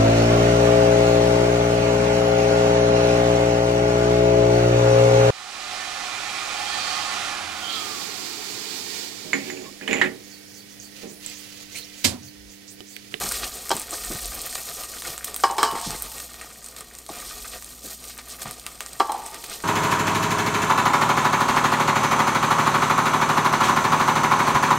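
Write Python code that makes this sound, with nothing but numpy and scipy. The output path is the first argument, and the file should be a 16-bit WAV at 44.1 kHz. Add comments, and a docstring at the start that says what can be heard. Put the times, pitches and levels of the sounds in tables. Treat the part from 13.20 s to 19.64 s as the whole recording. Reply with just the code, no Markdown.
"""In a small kitchen, tongs toss hot fries in the coated basket of an air fryer, close by and nearly mono.
The fries sizzle (clicks and noise puffs), ping with bubbles, rustle (clumps of tiny slips) and pop (short noise).
The tongs scrape and knock the basket: its modes ring, and a loose plate rattles and falls back.
Clumps of fries land with soft thuds of filtered noise, over mains hum, steady air and a low rumble.
Levels in the tables are relative: the functions that play them may add trims of their own."""
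import sys
import numpy as np
from scipy import signal
from scipy.fft import rfft, irfft
from scipy.io import wavfile
from scipy.ndimage import uniform_filter1d

SR = 44100
rng = np.random.default_rng(int(sys.argv[2]) if len(sys.argv) > 2 else 0)


def log_audio(samples):
    """Write samples as a 16-bit WAV file to the path given in sys.argv[1]."""
    # one column per channel
    frames = np.atleast_2d(samples).T
    # limit to full scale, then quantise
    limited = np.clip(frames, -1, 1)
    pcm = np.round(limited * 32767).astype(np.int16)
    wavfile.write(sys.argv[1], SR, pcm)


N = 283923  # length of the scene in samples
EDGE_HZ = 15900  # top of the sound's range
TAPS = 4096  # length of filters and short bursts in samples
BINS = np.fft.rfftfreq(TAPS, 1 / SR)  # filter frequencies in Hz


def amp(db):
    """Decibels to gain."""
    return 10 ** (np.asarray(db) / 20)


def unit(x):
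    """Scales to rms 1."""
    return x / np.sqrt(np.mean(x ** 2) + 1e-20)


def unit_attack(x, size=441):
    """Scales so that the loudest short stretch (size in samples) has rms 1."""
    return x / np.sqrt(uniform_filter1d(x ** 2, size, mode="constant").max() + 1e-20)


def curve(rows, column=1):
    """One column of a table as a curve over the whole scene."""
    rows = np.array(rows)
    return np.interp(np.arange(N) / SR, rows[:, 0], rows[:, column])


def spectrum(points):
    """A table of a few frequencies and levels as dB on the filter bins."""
    hz, db = np.transpose(points)
    return np.interp(np.log(BINS + 1), np.log(hz + 1), db)


# resonances of the open basket that colour the small sounds inside: (f/Hz, width/Hz, level/dB)
CAVITY = [(729, 140, 6.5), (1203, 100, 12.5), (1868, 39, 8), (2397, 46, 5), (2810, 540, -0.5),
          (3990, 150, 0.5), (8630, 1600, 12.5)]


def cavity():
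    """The basket's air resonances as dB on the filter bins."""
    return sum(db / (1 + (2 * (BINS - hz) / width) ** 2) for hz, width, db in CAVITY)


def colour(x, db):
    """Causal filter with the given gain, so that clicks keep their sharp fronts."""
    log_gain = np.log(amp(np.maximum(db, -100)))
    mirrored = np.r_[log_gain, log_gain[-2:0:-1]]
    # the minimum-phase filter puts its energy as early as it can
    taps = np.fft.ifft(np.exp(np.conj(signal.hilbert(mirrored)))).real
    return signal.oaconvolve(x, taps)[:len(x)]


def band(x, lo_hz, hi_hz, order=2):
    """Band-pass."""
    return signal.sosfilt(signal.butter(order, [lo_hz, hi_hz], "band", fs=SR, output="sos"), x)


def wander(rate):
    """Smooth random curve of rms 1 that changes about rate times a second."""
    smoothing = 1 + (np.fft.rfftfreq(N, 1 / SR) / rate) ** 4
    return unit(irfft(rfft(rng.standard_normal(N)) / smoothing, N))


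def add(mix, s, sound):
    """Mixes a sound in at time s."""
    part = mix[max(round(s * SR), 0):][:len(sound)]
    part += sound[:len(part)]


def grains(per_s, spread_db):
    """Random tiny clicks: a few stand far above the rest, or below it if the spread is negative."""
    size = amp(spread_db * np.minimum(rng.exponential(1, N), 3.5))
    return size * rng.choice([-1, 1], N) * (rng.random(N) < per_s / SR)


def puffs(per_s, life_s):
    """Random tiny bursts of noise, each with a sharp front and a quick decay."""
    fading = np.exp(-np.arange(TAPS) / SR / life_s)
    power = signal.oaconvolve(grains(per_s, spread_db=1.5) ** 2, fading ** 2)[:N]
    return np.sqrt(abs(power)) * rng.standard_normal(N)


def burst(life_s, db, size=TAPS):
    """A coloured puff of noise that dies away."""
    return colour(rng.standard_normal(size) * np.exp(-np.arange(size) / SR / life_s), db)


def echo(x, t60, wet_db, delay=0.00042):
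    """Adds a dense noise tail that begins after the delay and falls at 60 dB per t60 seconds."""
    t = np.arange(SR // 2) / SR
    tail = rng.standard_normal(len(t)) * amp(-60 * t / t60) * (t > delay)
    return x + amp(wet_db) * signal.oaconvolve(x, tail / np.linalg.norm(tail))[:N]


def swell(start, length, rise_s, fall_s):
    """Attack, hold and release of one push, over the whole scene."""
    t = np.arange(N) / SR - start
    return np.clip(t / rise_s, 0, 1) * np.exp(-np.maximum(t - length, 0) / fall_s)


# mains hum: (f/Hz, level/dB against the other tones)
HUM = [(59.2, 4), (118.4, -6), (247, -4)]
# the hum wavers: (t/s, level/dB)
HUM_LEVEL = [(0.0, -45), (0.25, -47.5), (0.41, -54), (1.16, -50.5), (1.27, -54.5), (3.14, -51), (3.32, -56),
             (4.98, -52), (6.44, -59)]
# colour of the kitchen air before the basket's resonances: (f/Hz, level/dB per Hz)
AIR = [(25, -24), (70, -7), (160, 11), (260, 11.5), (1000, -3), (2500, -16), (8000, -36), (16000, -16)]
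# shoves that rock the drawer: (start t/s, length/s, level/dB)
SHOVES = [(0.0, 0.22, -49), (0.802, 0.33, -43.5), (2.611, 0.14, -43.5), (3.996, 0.32, -53)]


def background(air_db=-57, hum_db=-1, rumble_db=-63):
    """Mains hum as sine tones, kitchen air as steady noise and a drawer rumble that swells with each shove."""
    t = np.arange(N) / SR
    tones = sum(amp(db) * np.sin(2 * np.pi * (hz * t + rng.random())) for hz, db in HUM)
    hum = unit(tones) * amp(hum_db + curve(HUM_LEVEL))
    air = unit(colour(rng.standard_normal(N), spectrum(AIR) + cavity())) * amp(air_db)
    shoves = sum(amp(db) * swell(s, length, rise_s=0.1, fall_s=0.08) for s, length, db in SHOVES)
    rumble = unit(band(rng.standard_normal(N), 35.5, 52.3)) * (amp(rumble_db) + shoves)
    return hum + air + rumble


# pushes of the tongs through the fries: (start t/s, length/s, sizzle set free level/dB, rubbing level/dB)
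STROKES = [(-0.02, 0.19, -32, -32), (0.165, 0.12, -36.5, -39), (0.52, 0.057, -39.5, -34.5),
           (0.698, 0.69, -35.5, -40.5), (0.844, 0.21, -37.5, -39), (1.16, 0.15, -56, -41.5),
           (1.325, 0.33, -35, -42), (1.665, 0.14, -37, -38), (1.82, 0.12, -35, -37),
           (2.043, 0.038, -35, -38), (2.18, 0.044, -40, -58), (2.54, 0.25, -37.5, -39.5),
           (2.82, 0.23, -39.5, -49), (3.184, 0.023, -57, -46), (3.454, 0.057, -49, -53.5),
           (3.558, 0.015, -34.5, -37), (3.873, 0.5, -40.5, -41.5), (4.435, 0.087, -45.5, -52.5),
           (4.616, 0.13, -38, -47), (4.815, 0.092, -41.5, -44), (5.062, 0.091, -41, -48),
           (5.176, 0.057, -37, -41), (5.232, 0.096, -44, -39), (5.455, 0.012, -53, -41),
           (5.595, 0.015, -60, -29), (6.278, 0.082, -40, -39)]
# the resting heap, which rises and falls: (t/s, sizzle level/dB, rubbing level/dB)
REST = [(0, -27, -45.5), (0.62, -30.5, -40), (1.5, -49.5, -61), (2.02, -35, -42), (2.9, -33.5, -44.5),
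        (3.8, -41, -51.5), (4.3, -35.5, -53), (5.55, -39, -48), (6.44, -34, -41.5)]
RUB_FALL_S, SIZZLE_FALL_S = 0.011, 0.018  # the fries settle quickly; the steam lingers a little longer


def stirring(order, fall_s, rest_db=0):
    """Gain of sizzle (order 2) or rubbing (order 3): strokes add their power to that of the resting heap."""
    strokes = sum((amp(row[order]) * swell(row[0], row[1], 0.03, fall_s)) ** 2 for row in STROKES)
    return np.sqrt(amp(curve(REST, order - 1) + rest_db) ** 2 + strokes)


# colour of the sizzle before the basket's resonances: (f/Hz, level/dB per Hz)
SIZZLE = [(1500, -26), (2800, -5), (4200, 0), (7000, 0.5), (8700, -10.5), (9400, -5), (10200, -7.5),
          (11300, -2.5), (13000, 1), (15000, -2), (16000, -14)]
# crusts of different sizes crackle in different registers: f/Hz
CRACKLE_HZ = [4000, 7000, 11100, 13600]


def sizzle(level_db=-2.0, clump_db=0.0, crackle_db=-2):
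    """Steam bursts through oily crusts: a fine fizz with sparse crackles, both livelier when fries are turned."""
    fizz = unit(grains(per_s=9000, spread_db=3.5))
    crackle = np.zeros(N)
    for hz in CRACKLE_HZ:
        top_hz = min(hz * np.sqrt(2), EDGE_HZ)
        crackle += band(puffs(per_s=55, life_s=0.0026), hz / np.sqrt(2), top_hz, order=1)
    clumps = amp(clump_db * wander(rate=36))
    mixed = (fizz + amp(crackle_db) * unit(crackle)) * clumps
    sound = colour(mixed, spectrum(SIZZLE) + cavity())
    return unit(sound) * amp(level_db) * stirring(order=2, fall_s=SIZZLE_FALL_S, rest_db=-8.5)


# oil bubbles ping in a few narrow registers: f/Hz
BUBBLE_HZ = [4340, 8140, 8930, 9320]


def bubbles(per_s=45, life_s=0.00094, level_db=-12):
    """Oil bubbles burst with tiny pitched pings, also while the fries lie still."""
    t = np.arange(TAPS) / SR
    pings = np.zeros(N)
    for hz in BUBBLE_HZ:
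        ping = np.sin(2 * np.pi * hz * t) * np.exp(-t / life_s)
        pings += signal.oaconvolve(grains(per_s, spread_db=-2.0), ping)[:N]
    return unit(pings) * amp(level_db) * stirring(order=2, fall_s=SIZZLE_FALL_S, rest_db=-9.0)


# colour of the rubbing before the basket's resonances: (f/Hz, level/dB per Hz)
RUB = [(100, -1), (250, -2.5), (500, 5.5), (750, -1.5), (1000, -2), (1500, -4), (2200, -2.5), (2800, -2),
       (5000, -5), (7000, -15.5), (16000, -36)]


def rubbing(level_db=-3, clump_db=3.0):
    """Fries slide over each other and the coating in clumps of tiny slips."""
    slips = grains(per_s=3500, spread_db=1.0) * amp(clump_db * wander(rate=12.5))
    sound = colour(echo(slips, t60=0.57, wet_db=-11.0), spectrum(RUB) + cavity())
    return unit(sound) * amp(level_db) * stirring(order=3, fall_s=RUB_FALL_S)


# registers in which single fries graze their neighbours: f/Hz
CONTACT_HZ = [1736, 4000, 6320]


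def contacts(per_s=40, life_s=0.0045, level_db=-3):
    """Fries graze each other: short, sharp-fronted scratches, each in its own register."""
    out = sum(unit(band(puffs(per_s, life_s), hz / np.sqrt(2), hz * np.sqrt(2))) for hz in CONTACT_HZ)
    return unit(colour(out, cavity())) * amp(level_db) * stirring(order=3, fall_s=RUB_FALL_S)


# tong tips sliding on the coating: (middle t/s, level/dB, f/Hz, length/s)
SCRAPES = [(0.019, -36, 670, 0.04), (0.152, -32.5, 4180, 0.062), (0.24, -28, 3450, 0.03),
           (0.739, -29, 5100, 0.022), (0.737, -34.5, 1120, 0.035), (2.66, -31, 4600, 0.088),
           (3.23, -42.5, 1610, 0.032), (4.09, -40, 4240, 0.1), (4.34, -40, 3140, 0.04),
           (4.912, -42.5, 4100, 0.074), (5.117, -37, 4650, 0.053), (6.334, -34.5, 4000, 0.043)]


def scrapes(level_db=-2, spread=1.44):
    """Short swelling strokes of dense slips, each in its own register."""
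    out, slips = np.zeros(N), colour(grains(per_s=15000, spread_db=2.5), cavity())
    for s, db, hz, length in SCRAPES:
        start = s - length / 2
        stroke = slips[max(round(start * SR), 0):][:round(length * SR)]
        stroke = unit(band(stroke, hz / spread, hz * spread))
        arch = np.sin(np.pi * np.arange(len(stroke)) / len(stroke))
        add(out, start, amp(db + level_db) * stroke * arch)
    return out


# clumps of fries landing and tongs bumping the bottom: (t/s, level/dB, f/Hz, length/s)
THUDS = [(0.005, -35.5, 604, 0.04), (0.026, -39, 185, 0.058), (0.538, -34.5, 215, 0.033),
         (0.719, -36, 513, 0.046), (0.916, -44, 200, 0.099), (0.899, -33, 272, 0.034),
         (0.94, -35, 149, 0.026), (1.895, -45, 169, 0.011), (2.524, -33.5, 272, 0.035),
         (2.659, -31.5, 180, 0.043), (2.67, -39, 104, 0.087), (2.744, -38, 266, 0.0067),
         (3.244, -45, 318, 0.005), (3.898, -37, 263, 0.012), (4.636, -41.5, 305, 0.059),
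         (5.248, -37, 167, 0.052)]


def thuds(level_db=0, spread=1.59):
    """Soft, ringless pushes on the bottom of the basket."""
    out, t = np.zeros(N), np.arange(SR // 4) / SR
    for s, db, hz, length in THUDS:
        weight = t / length * np.exp(-4 * t / length)
        push = band(weight * rng.standard_normal(len(t)), hz / spread, hz * spread)
        add(out, s, amp(db + level_db) * unit_attack(push))
    return out


# tongs striking the basket: (t/s, hollow level/dB, plate level/dB, wall level/dB, crack level/dB,
# ring length as a factor, low and high f/Hz favoured by the place struck)
KNOCKS = [(0.034, -34, -34.5, -39, -32.5, 0.95, 740, 3930), (0.505, -27, -25, -33, -26.5, 0.22, 650, 4150),
          (0.514, -26, -20.5, -26, -21.5, 0.54, 670, 4074), (0.564, -43, -36, -42, -54, 0.25, 700, 4074),
          (2.236, -26, -14.5, -13.5, -22, 0.84, 920, 3500),
          (2.382, -26.5, -20, -19.5, -22, 2.35, 900, 4020),
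          (2.4295, -27.5, -17.5, -14, -15.5, 0.9, 780, 3040),
          (2.552, -27.5, -24.5, -27, -37, 0.19, 835, 3250), (3.89, -63, -37, -42, -49, 0.5, 710, 3930),
          (5.256, -48, -39, -42, -44, 0.37, 850, 3930), (5.7989, -27.5, -23, -23, -24.5, 1, 920, 3075),
          (5.803, -21, -16, -17, -54, 0.89, 780, 3075)]
# the loose plate falling back after a hard knock: (t/s, level/dB)
BOUNCES = [(2.295, -15.5), (5.8933, -17), (5.94, -24), (5.983, -50)]
# its share in each band: hollow, plate, wall, crack level/dB
BOUNCE_BANDS_DB = (-26, -4, -15.5, -20.5)
# low and high f/Hz that the plate favours
BOUNCE_HZ = (875, 3075)
BOUNCE_RING = 1.66  # ring length as a factor


def blows():
    """All that strikes the basket: the tongs, and the loose plate, which always favours the same pitches."""
    bounces = [(s, *np.add(db, BOUNCE_BANDS_DB), BOUNCE_RING, *BOUNCE_HZ) for s, db in BOUNCES]
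    return list(KNOCKS) + bounces


# what the basket rings with: (f/Hz, level/dB, time to fall 60 dB at ring length 1/s)
BASKET = [(344, -5, 0.3), (382.5, 14.5, 0.15), (433, 9.5, 0.21), (606, -4, 0.12), (700, -1, 0.9),
          (746, -3, 0.6), (792, 7.5, 0.39), (845, -0.5, 0.49), (860, 1.5, 0.81), (920, 7, 0.57),
          (988, -6, 0.07), (1094, -21, 0.13), (1083, 9, 0.46), (1160, 12.5, 0.44), (1330, -6, 0.52),
          (1618, -3, 0.29), (1695, -14, 0.59), (1770, -26, 0.39), (2270, -5, 0.11), (2970, -10.5, 0.65),
          (3220, -0.5, 0.22), (3670, -14, 0.15), (3930, -8, 0.055), (4070, -2, 0.17), (4990, -9, 0.31)]
# borders between the hollow, plate, wall and crack bands: f/Hz
BAND_EDGES_HZ = [630, 1070, 2200]


def knocks(bands_db=(-2, -2.5, -2, -5.5), vary_db=-6.0, favour_db=4, favour_hz=55, high_favour_db=9,
           twin=0.0184, twin_db=-4, rise_s=0.00067, lag_s=0.000764, low_hz=280):
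    """Each blow rings the modes in a randomly varied mix with two favoured pitches, over a dense, short clank."""
    out, t = np.zeros(N), np.arange(SR * 3 // 5) / SR
    hz, db, t60 = np.transpose(BASKET)[:, :, None]
    zone = np.digitize(hz[:, 0], BAND_EDGES_HZ)
    edges = [low_hz, *BAND_EDGES_HZ, hz.max()]
    chatter = amp(2.5 * wander(rate=60))  # the loose plate makes the ring uneven
    load = wander(rate=35)
    # the ring drops fast while the tongs still press on it, then dies freely
    press = (1 + 2.2 * np.exp(-t / 0.007)) * (1 - np.exp(-t / rise_s))
    for s, *levels, length, struck_hz, high_hz in blows():
        phase, variation, split = rng.uniform(-0.93, 1, (3, len(hz), 1))
        # the shifting load bends each mode's pitch by a small share
        bend = 0.004 * load[rng.integers(0, N - len(t), (len(hz), 1)) + np.arange(len(t))]
        turns = np.cumsum(hz * (1 + bend), 1) / SR
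        # the load of fries and tongs splits each mode of the round basket into a beating pair
        first = np.sin(2 * np.pi * (turns + phase))
        second = np.sin(2 * np.pi * (turns * (1 + twin * split) + phase))
        pair = first + amp(twin_db) * second
        strength_db = db + vary_db * variation + favour_db * np.exp(-((hz - struck_hz) / favour_hz) ** 2)
        strength_db = strength_db + high_favour_db * np.exp(-((hz - high_hz) / favour_hz) ** 2)
        modes = pair * amp(strength_db) * np.exp(-np.log(1000) * t / (t60 * length))
        # many weak modes between the strong ones, quickly damped by the fries, stand out in a choked blow
        clank = rng.standard_normal(len(t)) * np.exp(-np.log(1000) * t / 0.08)
        clank_gain = amp(-9) / np.sqrt(length)
        for k, level in enumerate(levels):
            ring = unit_attack(press * modes[zone == k].sum(0))
            dense = unit_attack(band(press * clank, edges[k], edges[k + 1]))
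            add(out, s + lag_s, amp(level + bands_db[k]) * (ring + clank_gain * dense))
    return band(out * chatter, low_hz, EDGE_HZ, order=3)


# colour of a knock's tick and bright crack: (f/Hz, level/dB)
CRACK = [(100, -10), (350, 2.5), (1500, 7.5), (2100, -3.5), (3200, -8), (5200, 3.5), (6000, -5), (8500, -3),
         (10200, -16), (13000, -12), (16000, -21)]
# colour of the loose plate's buzzing tail: (f/Hz, level/dB)
RATTLE = [(150, -22), (330, -5), (600, -2.5), (740, -13), (900, 10.5), (1020, 1), (1190, -1), (1350, -10.5),
          (1700, -12), (5000, -42)]


def clatter(tick_db=14, tick_s=0.00068, crack_db=-5.0, crack_s=0.033, rattle_db=-11.5, rattle_s=0.048,
            lag_s=0.00071):
    """The unpitched part of a blow: the tongs' tick and bright crack, and the buzz of the loose plate."""
    out, bright, buzz = np.zeros(N), spectrum(CRACK), spectrum(RATTLE)
    for s, *_, bright_db, length, _, _ in KNOCKS:
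        tick = burst(tick_s, bright)
        add(out, s + lag_s, amp(bright_db + tick_db) * tick / abs(tick).max())
        crack = unit_attack(burst(crack_s * length, bright, size=8192))
        add(out, s + lag_s, amp(bright_db + crack_db) * crack)
    for s, _, plate_db, _, _, length, *_ in blows():
        rattle = unit_attack(burst(rattle_s * length, buzz, size=24000))
        add(out, s + lag_s, amp(plate_db + rattle_db) * rattle)
    return out


# the loudest oil pops and snapping crusts:
# (t/s, level/dB, low band level/dB and top band level/dB against the middle, decay/s)
POPS = [(0.12, -23, -12, -1, 0.0027), (0.3555, -32, -17, -10, 0.0006), (0.4938, -22, -13, -13, 0.0012),
        (0.5663, -23, -28, -8, 0.00099), (0.5973, -23.5, -17, -4, 0.0009), (0.6174, -28, -13, 1, 0.00046),
        (0.708, -25.5, -24, -11, 0.0014), (0.7716, -30, -21, 1, 0.0009), (0.8486, -26, -19, -15, 0.00075),
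        (1.0296, -30, -25, -7, 0.0009), (1.0572, -24.5, -25, -10, 0.00045), (1.1504, -30, -14, 6, 0.0033),
        (1.2163, -25.5, -25, -1, 0.0016), (1.2627, -24.5, -8, 14, 0.0009), (1.3544, -28, 8, -25, 0.0021),
        (1.6086, -32, -12, 11, 0.0009), (1.6359, -28.5, 3, -5, 0.0006), (1.821, -28.5, 5, -1, 0.0021),
        (1.9789, -25.5, -3, -3, 0.00054), (2.0445, -22, -8, -3, 0.00087), (2.0472, -22.5, -14, 6, 0.00076),
        (2.1435, -23, -14, -7, 0.00071), (2.163, -19, -8, 4, 0.00048), (2.312, -29, -14, -20, 0.00099),
        (2.5134, -27, 6, 6, 0.0009), (2.6132, -29, -9, -10, 0.0023), (2.7062, -24, -6.5, -10, 0.00061),
        (2.7995, -31.5, -24, -9, 0.0017), (2.8224, -19.5, -7, 5, 0.00024), (3, -32, -5, -15, 0.004),
        (3.4438, -32, -11, -7, 0.00055), (3.607, -32.5, -13, -8, 0.0026), (3.786, -35, -13, -5, 0.0044),
        (4.4241, -32.5, -6, -13, 0.00076), (4.9861, -35.5, 6, -11, 0.011),
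        (5.2182, -30.5, -1.5, -4, 0.0075), (5.31, -28, -7.5, -3, 0.0012), (5.465, -24, 5.5, 0, 0.00095),
        (5.6064, -22.5, 1, -1.5, 0.00026), (5.6622, -28.5, -6, -8, 0.00078),
        (5.9191, -27.5, -1, -4, 0.0023), (6.0628, -29.5, -9, -9, 0.0013), (6.1438, -31, 0, -5, 0.0029),
        (6.2393, -32.5, -1.5, 0, 0.0095)]
# borders of the low, middle and top bands: f/Hz
POP_EDGES_HZ = [1000, 4000, 10000, 16000]
# corners of a pop's spectrum: f/Hz
POP_TONE_HZ = [0, 1000, 3000, 8000, 11000, 16000]


def pops(snap_db=2.5, scatter_db=-14, scatter_s=0.022, rise_s=0.0002):
    """Oil and crusts give a short snap of noise, together with its faint scatter round the basket."""
    out, body_db, t = np.zeros(N), cavity(), np.arange(TAPS) / SR
    for s, db, low_db, top_db, life_s in POPS:
        # a wide band spreads its power thinner over each Hz
        density_db = np.array([low_db, 0, top_db]) - 10 * np.log10(np.diff(POP_EDGES_HZ))
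        corners_db = np.r_[density_db[0] - 15, density_db[0], density_db, density_db[-1] - 3]
        tone = np.interp(BINS, POP_TONE_HZ, corners_db)
        tone = tone - tone.max()
        crack = rng.standard_normal(TAPS) * (1 - np.exp(-t / rise_s)) * np.exp(-t / life_s)
        snap = unit_attack(colour(crack, tone + body_db / 2), size=44)
        scatter = unit_attack(burst(scatter_s, tone + body_db))
        add(out, s, amp(db) * (amp(snap_db) * snap + amp(scatter_db) * scatter))
    return out


# single fries tapping the basket, the tongs or each other: (t/s, level/dB, f/Hz)
TAPS_OF_FRIES = [(1.3532, -25, 4430), (2.917, -34.5, 4500), (2.982, -32, 4500), (3.1425, -37, 2200),
                 (3.213, -32, 2020), (3.4617, -33.5, 5000), (3.4865, -35.5, 7000), (3.564, -36, 3000),
                 (3.609, -38.5, 1280), (3.7513, -36.5, 4470), (3.864, -36.5, 4530), (4.002, -35, 3000),
                 (4.026, -41, 1500), (4.4444, -33, 4440), (4.66, -33, 4800), (4.841, -34, 4200),
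                 (4.8883, -43, 4500), (4.978, -34.5, 11000), (5.085, -37, 7000), (5.397, -36, 4500),
                 (5.732, -32.5, 6500), (6.069, -38, 6500)]


def fry_taps(level_db=0, life_s=0.0016, db_per_octave=6):
    """A fry's crisp tap, strongest round its own pitch and coloured by the basket."""
    out = np.zeros(N)
    for s, db, hz in TAPS_OF_FRIES:
        octaves = np.log2((BINS + 1) / hz)
        # a slope on both sides, rounded at the top
        tone = cavity() - db_per_octave * octaves ** 2 / np.hypot(1, octaves)
        add(out, s, amp(db + level_db) * unit_attack(burst(life_s, tone), size=132))
    return out


def scene():
    """Everything sounds from the middle, with a little kitchen reverberation."""
    hits = echo(knocks() + clatter() + thuds() + pops(), t60=0.037, wet_db=-16, delay=0.0052)
    small = fry_taps() + bubbles() + sizzle() + rubbing() + contacts() + scrapes()
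    mid = hits + echo(small, t60=0.084, wet_db=-8.5, delay=0.00099) + background()
    # nearly mono: a very faint, short noise tail is added to one channel and subtracted from the other
    side = echo(mid, t60=0.053, wet_db=-47.5) - mid
    return np.array([mid + side, mid - side])


def record(dry):
    """Full-scale limit and band limit."""
    low_pass = signal.firwin(255, EDGE_HZ, window=("kaiser", 8), fs=SR)
    return signal.oaconvolve(np.clip(dry, -1, 1), low_pass[None], "same")


dry = scene()
out = record(dry)
log_audio(out)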